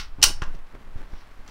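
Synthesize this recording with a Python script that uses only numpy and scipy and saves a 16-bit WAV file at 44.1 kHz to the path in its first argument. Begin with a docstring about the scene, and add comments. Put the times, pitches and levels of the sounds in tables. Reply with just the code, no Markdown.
"""Pistol handling, close up

A steel pistol is handled close to the microphone in a small furnished room.
The magazine scrapes (friction noise), snaps home with a loud double clack (noise bursts, ringing modes),
and the palm gives its base a duller knock. Then the hold shifts: soft bumps (pressure pulses),
small ticks, skin and sleeve rustle (random slips), and slow puffs of air (low-band noise)."""
import sys
import numpy as np
from scipy import signal
from scipy.fft import rfft, irfft
from scipy.io import wavfile

SR = 44100
rng = np.random.default_rng(int(sys.argv[2]) if len(sys.argv) > 2 else 0)


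def store_pcm(level_fs):
    """Save levels as 16-bit WAV."""
    pcm = np.round(np.clip(level_fs, -1, 1) * 32767).astype(np.int16)
    wavfile.write(sys.argv[1], SR, np.atleast_2d(pcm).T)


N = 66150
TIME_S = np.arange(N) / SR

# hard contacts in the gun: start_s, steel_clack_db, grip_knock_db
CONTACTS = [(0.001, -38, -45.5), (0.008, -36, -51), (0.023, -46, -54), (0.2169, -28.5, -50),
            (0.2248, -16.5, -51), (0.2273, -3.5, -49), (0.2288, -1.5, -50), (0.2322, -18, -40),
            (0.2376, 1.5, -21.5), (0.2405, -24, -19), (0.4189, -43, -22.5), (0.422, -35.5, -36.5),
            (0.4289, -61.5, -30.5), (0.4367, -39.5, -33), (0.477, -62.5, -44), (0.55, -52, -60.5),
            (0.668, -59, -60), (0.7509, -70, -45.5), (0.983, -71, -47.5), (1.015, -66, -51.5),
            (1.133, -68, -45.5), (1.4773, -42, -45.5), (1.485, -54.5, -51)]
# short dense ring of the steel parts: freq_hz, relative_db_per_hz
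STEEL_SPECTRUM = [(150, -35.5), (650, -37), (830, -17.5), (1150, -18.5), (1700, -12.5), (2050, -9),
                  (2300, -12), (2950, 0), (3600, -9), (4150, 1.5), (4800, -4.5), (5950, 1.5), (6600, -9),
                  (7250, -5.5), (8000, -14), (9300, -17.5), (10500, -26), (15500, -32)]
# short dense ring of the grip: freq_hz, relative_db_per_hz
GRIP_SPECTRUM = [(150, -8.5), (400, -11.5), (650, -10.5), (900, -5), (1200, -0.5), (1550, 0.5), (2100, -12),
                 (3000, -12.5), (5000, -20.5), (9000, -36.5), (15000, -47)]
# sharp crack on top of the clack: freq_hz, relative_db_per_hz
CRACK_SPECTRUM = [(4000, -29), (7500, -9.5), (8400, 3.5), (8800, -5.5), (9300, 2.5), (10300, -6.5),
                  (11400, -1.5), (12000, -11), (15500, -8)]
STEEL_T60_S, GRIP_T60_S, CRACK_T60_S, CONTACT_RISE_S = 0.023, 0.03, 0.018, 0.00047
CRACK_OFFSET_DB, CRACK_DB_PER_CLACK_DB = -7, 2.2

# lasting modes of frame and magazine: freq_hz, relative_db, t60_s
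MODES = [(827, -10, .28), (1150, -12.5, 0.24), (1463, -9, 0.23), (2035, -8.5, 0.17), (2852, -4, .19),
         (3160, -3.5, .16), (4070, -2, .18), (4315, -2.5, .18), (4588, -4.5, .27), (4982, -8, 0.3),
         (5250, -5.5, .26), (5290, -5, 0.23), (5425, -3.5, 0.31), (5845, -4.5, 0.12), (6019, 0.5, .18),
         (6156, -3.5, .2), (7100, -3.5, .15), (9500, -12.5, .15)]
MODES_RE_CLACK_DB = -27.5

# bright scraping: magazine in its well, later a sleeve swish and faint hiss around small ticks:
# time_s, level_db
SCRAPE_LEVEL = [(0, -33), (0.025, -44.5), (0.06, -54), (0.11, -71), (0.49, -79.5), (0.55, -64), (0.61, -84),
                (1.05, -73), (1.16, -59.5), (1.23, -62), (1.27, -71.5), (1.46, -72), (1.5, -53.5)]
# bright scraping colour: freq_hz, relative_db_per_hz
SCRAPE_SPECTRUM = [(300, -14.5), (900, -8), (1400, 1.5), (2000, 0), (3500, -0.5), (5700, -0.5), (6700, -17),
                   (15000, -26)]

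# hand bumps and quick finger taps: start_s, peak_db, time_to_peak_s
BUMPS = [(0.185, -34, 0.0022), (0.206, -29, 0.0058), (0.239, -19, 0.0044), (0.3, -25.5, 0.003),
         (0.4202, -19.5, 0.0028), (0.475, -28.5, 0.0064), (0.532, -26, 0.015), (0.739, -38.5, 0.00028),
         (0.742, -30.5, 0.0058), (0.752, -31.5, 0.00024), (0.811, -38.5, 0.0023), (0.9579, -24.5, .0035),
         (1.1306, -24, 0.0075), (1.39, -33.5, 0.0093)]
# pat of skin in each bump: freq_hz, relative_db_per_hz
PAT_SPECTRUM = [(60, -3), (130, 2.5), (300, -5.5), (450, -8.5), (700, -12.5), (1500, -21.5), (5000, -43.5)]
PAT_RE_BUMP_DB = -19.5

# palm rubbing along the grip, hardest while pushing: time_s, level_db
PALM_LEVEL = [(0.175, -62.5), (0.187, -41), (0.205, -40.5), (0.225, -43), (0.27, -40.5), (0.31, -37.5),
              (0.335, -69), (0.39, -66), (0.46, -53), (0.55, -55.5), (0.66, -69), (0.73, -65),
              (0.748, -42.5), (0.77, -56.5), (0.83, -54.5), (0.93, -57), (1.02, -47.5), (1.07, -64.5)]
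# palm rub colour: freq_hz, relative_db_per_hz
PALM_SPECTRUM = [(40, -0.5), (130, -2), (300, -4), (450, -9), (650, -15), (1200, -19.5), (3000, -34),
                 (10000, -54)]
# skin and sleeve rustle: time_s, level_db
RUSTLE_LEVEL = [(0.1, -67), (0.47, -55), (0.56, -53), (0.63, -62), (0.75, -55.5), (0.78, -62),
                (0.82, -56.5), (0.92, -58), (1.015, -50.5), (1.07, -56), (1.19, -55.5), (1.25, -58),
                (1.285, -56.5), (1.32, -55.5), (1.44, -58), (1.5, -48)]
# rustle colour: freq_hz, relative_db_per_hz
RUSTLE_SPECTRUM = [(80, 5), (280, 3.5), (600, 1), (1100, -1.5), (1800, -1.5), (3200, -10), (6000, -18),
                   (9000, -24), (15000, -28)]

# stirred air on the microphone: time_s, level_db
AIR_LEVEL = [(0, -27), (0.17, -33), (0.25, -23), (0.4, -20), (0.5, -25), (0.66, -39.5), (0.85, -36),
             (1.1, -34), (1.3, -41.5), (1.5, -40)]
AIR_HZ = 12

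# decay of the room echo: freq_hz, t60_s
ROOM_T60 = [(200, 0.4), (1200, 0.21), (3500, 0.2), (6000, 0.2), (12000, 0.18)]
# colour of the room echo: freq_hz, relative_db
ROOM_GAIN = [(200, 0.5), (1000, 1.5), (2500, -1.5), (5500, -4.5), (12000, -1.5)]
ROOM_BANDS_HZ = 125 * 2 ** np.arange(8)
ROOM_DB, ROOM_DELAY_S, ROOM_BUILD_S = -9, 0.001, 0.0029

# steady room tone: freq_hz, relative_db_per_hz
ROOM_TONE_SPECTRUM = [(30, -1), (70, -6), (150, -17.5), (400, -22), (650, -19.5), (1100, -16),
                      (2000, -23.5), (3500, -32), (6000, -41), (10000, -44), (15500, -47)]
ROOM_TONE_DB = -52.5

OVERLOAD_AMPLITUDE, CUTOFF_HZ = 0.9, 15800


def from_db(db):
    """Decibels to amplitude gain."""
    return 10 ** (np.asarray(db) / 20)


def rms_one(x):
    """Scale to unit power."""
    return x / np.sqrt(np.mean(x ** 2) + 1e-20)


def at_hz(points, hz):
    """Read a table on a log-frequency axis."""
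    freq_hz, value = np.transpose(points)
    return np.interp(np.log(hz), np.log(freq_hz), value)


def level(points):
    """Gain over time from time_s, level_db points."""
    return from_db(np.interp(TIME_S, *np.transpose(points)))


def fade(age_s, t60_s):
    """Gain of a free decay: 60 dB down after t60_s."""
    return from_db(-60 * age_s / t60_s)


def add(out, start_s, sound):
    """Mix a sound in from start_s on."""
    start = int(np.clip(start_s * SR, 0, N - 1))
    out[start:start + len(sound)] += sound[:N - start]


def colour(spectrum, white):
    """Give a steady white signal a spectrum; rms 1."""
    hz = np.fft.rfftfreq(N, 1 / SR)[1:]
    gain = np.append(0, from_db(at_hz(spectrum, hz)))  # no DC
    return rms_one(irfft(rfft(white) * gain, N))


def noise(spectrum):
    """Smooth noise with a spectrum."""
    return colour(spectrum, rng.standard_normal(N))


def friction(spectrum, slips_per_s, spread_db):
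    """Many tiny slips at random times, of uneven size and random sign."""
    size_db = spread_db * np.minimum(rng.exponential(1, N), 4)
    slips = from_db(size_db) * rng.choice([-1, 1], N)
    happens = rng.random(N) < slips_per_s / SR
    return colour(spectrum, slips * happens)


def blows(starts_s, levels_db, t60_s):
    """Envelope of blows that rise fast and die away; their powers add."""
    age_s = TIME_S[:SR // 10]
    shape = (1 - np.exp(-age_s / CONTACT_RISE_S)) * fade(age_s, t60_s)
    power = np.zeros(N)
    for start_s, level_db in zip(starts_s, levels_db):
        add(power, start_s, (from_db(level_db) * shape) ** 2)
    return np.sqrt(power)


def clacks():
    """Each contact: bright steel clack, dull grip knock, and a crack that grows faster with force."""
    starts_s, steel_db, grip_db = np.transpose(CONTACTS)
    crack_db = CRACK_OFFSET_DB + CRACK_DB_PER_CLACK_DB * steel_db
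    steel = blows(starts_s, steel_db, STEEL_T60_S) * noise(STEEL_SPECTRUM)
    crack = blows(starts_s, crack_db, CRACK_T60_S) * noise(CRACK_SPECTRUM)
    grip = blows(starts_s, grip_db, GRIP_T60_S) * noise(GRIP_SPECTRUM)
    return steel + crack + grip


def frame_ring():
    """Every contact feeds energy to the lasting modes, which then die freely."""
    energy, ring = np.zeros(N), np.zeros(N)
    for start_s, steel_db, _ in CONTACTS:
        add(energy, start_s, from_db([steel_db]) ** 2)
    for freq_hz, mode_db, t60_s in MODES:
        energy_kept = fade(1 / SR, t60_s) ** 2  # per sample
        swing = np.sqrt(signal.lfilter([1], [1, -energy_kept], energy))
        tone = np.sin(2 * np.pi * (freq_hz * TIME_S + rng.random()))
        ring += from_db(MODES_RE_CLACK_DB + mode_db) * swing * tone
    return ring


def bright_scraping():
    """Dense little catches: magazine scrape, then sleeve swish and faint hiss around small ticks."""
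    return level(SCRAPE_LEVEL) * friction(SCRAPE_SPECTRUM, slips_per_s=2500, spread_db=1)


def bumps():
    """Flesh meets the gun: one smooth push of pressure with a faint pat on it."""
    push = np.zeros(N)
    for start_s, peak_db, peak_s in BUMPS:
        age = TIME_S[:SR // 10] / peak_s  # 1 at the peak
        add(push, start_s, from_db(peak_db) * (age * np.exp(1 - age)) ** 2)
    return push * (1 + from_db(PAT_RE_BUMP_DB) * noise(PAT_SPECTRUM))


def palm_rub():
    """The pushing palm slips along the grip in uneven catches."""
    return level(PALM_LEVEL) * friction(PALM_SPECTRUM, slips_per_s=900, spread_db=3.0)


def rustle():
    """Skin and sleeve rub in many light slips."""
    return level(RUSTLE_LEVEL) * friction(RUSTLE_SPECTRUM, slips_per_s=1900, spread_db=3.0)


def air():
    """Moving hands push slow swells of air at the microphone."""
    band_hz = [AIR_HZ / 2, AIR_HZ * 1.3]
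    band = signal.butter(2, band_hz, "band", fs=SR, output="sos")
    swell = signal.sosfilt(band, rng.standard_normal(2 * N))
    return level(AIR_LEVEL) * rms_one(swell[N:])  # first half lets the filter settle


def room(x):
    """A short diffuse tail that builds within milliseconds and dies sooner in the treble."""
    age_s = np.maximum(TIME_S[:SR // 2] - ROOM_DELAY_S, 0)
    tail = np.zeros(len(age_s))
    for hz in ROOM_BANDS_HZ:
        edges_hz = [hz / np.sqrt(2), min(hz * np.sqrt(2), 0.45 * SR)]
        octave = signal.butter(2, edges_hz, "band", fs=SR, output="sos")
        diffuse = signal.sosfilt(octave, rng.standard_normal(len(age_s)))
        tail += from_db(at_hz(ROOM_GAIN, hz)) * fade(age_s, at_hz(ROOM_T60, hz)) * diffuse
    tail *= 1 - np.exp(-age_s / ROOM_BUILD_S)
    tail /= np.sqrt(np.sum(tail ** 2))  # unit energy
    return from_db(ROOM_DB) * signal.fftconvolve(x, tail)[:N]


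def room_tone():
    """Steady low-weighted noise of the room."""
    return from_db(ROOM_TONE_DB) * noise(ROOM_TONE_SPECTRUM)


def scene():
    """The gun, the room echo of clacks and bright scraping, the hands, stirred air and room tone."""
    bright = clacks() + bright_scraping()
    gun = bright + room(bright) + frame_ring()
    hands = bumps() + palm_rub() + rustle()
    return (gun + hands + air() + room_tone())[None]


def record(dry):
    """The loudest clacks overload the microphone (tanh); the top is cut."""
    low_pass = signal.ellip(16, 0.1, 90, CUTOFF_HZ, fs=SR, output="sos")
    overloaded = OVERLOAD_AMPLITUDE * np.tanh(dry / OVERLOAD_AMPLITUDE)
    return signal.sosfilt(low_pass, overloaded)


dry = scene()
out = record(dry)
store_pcm(out)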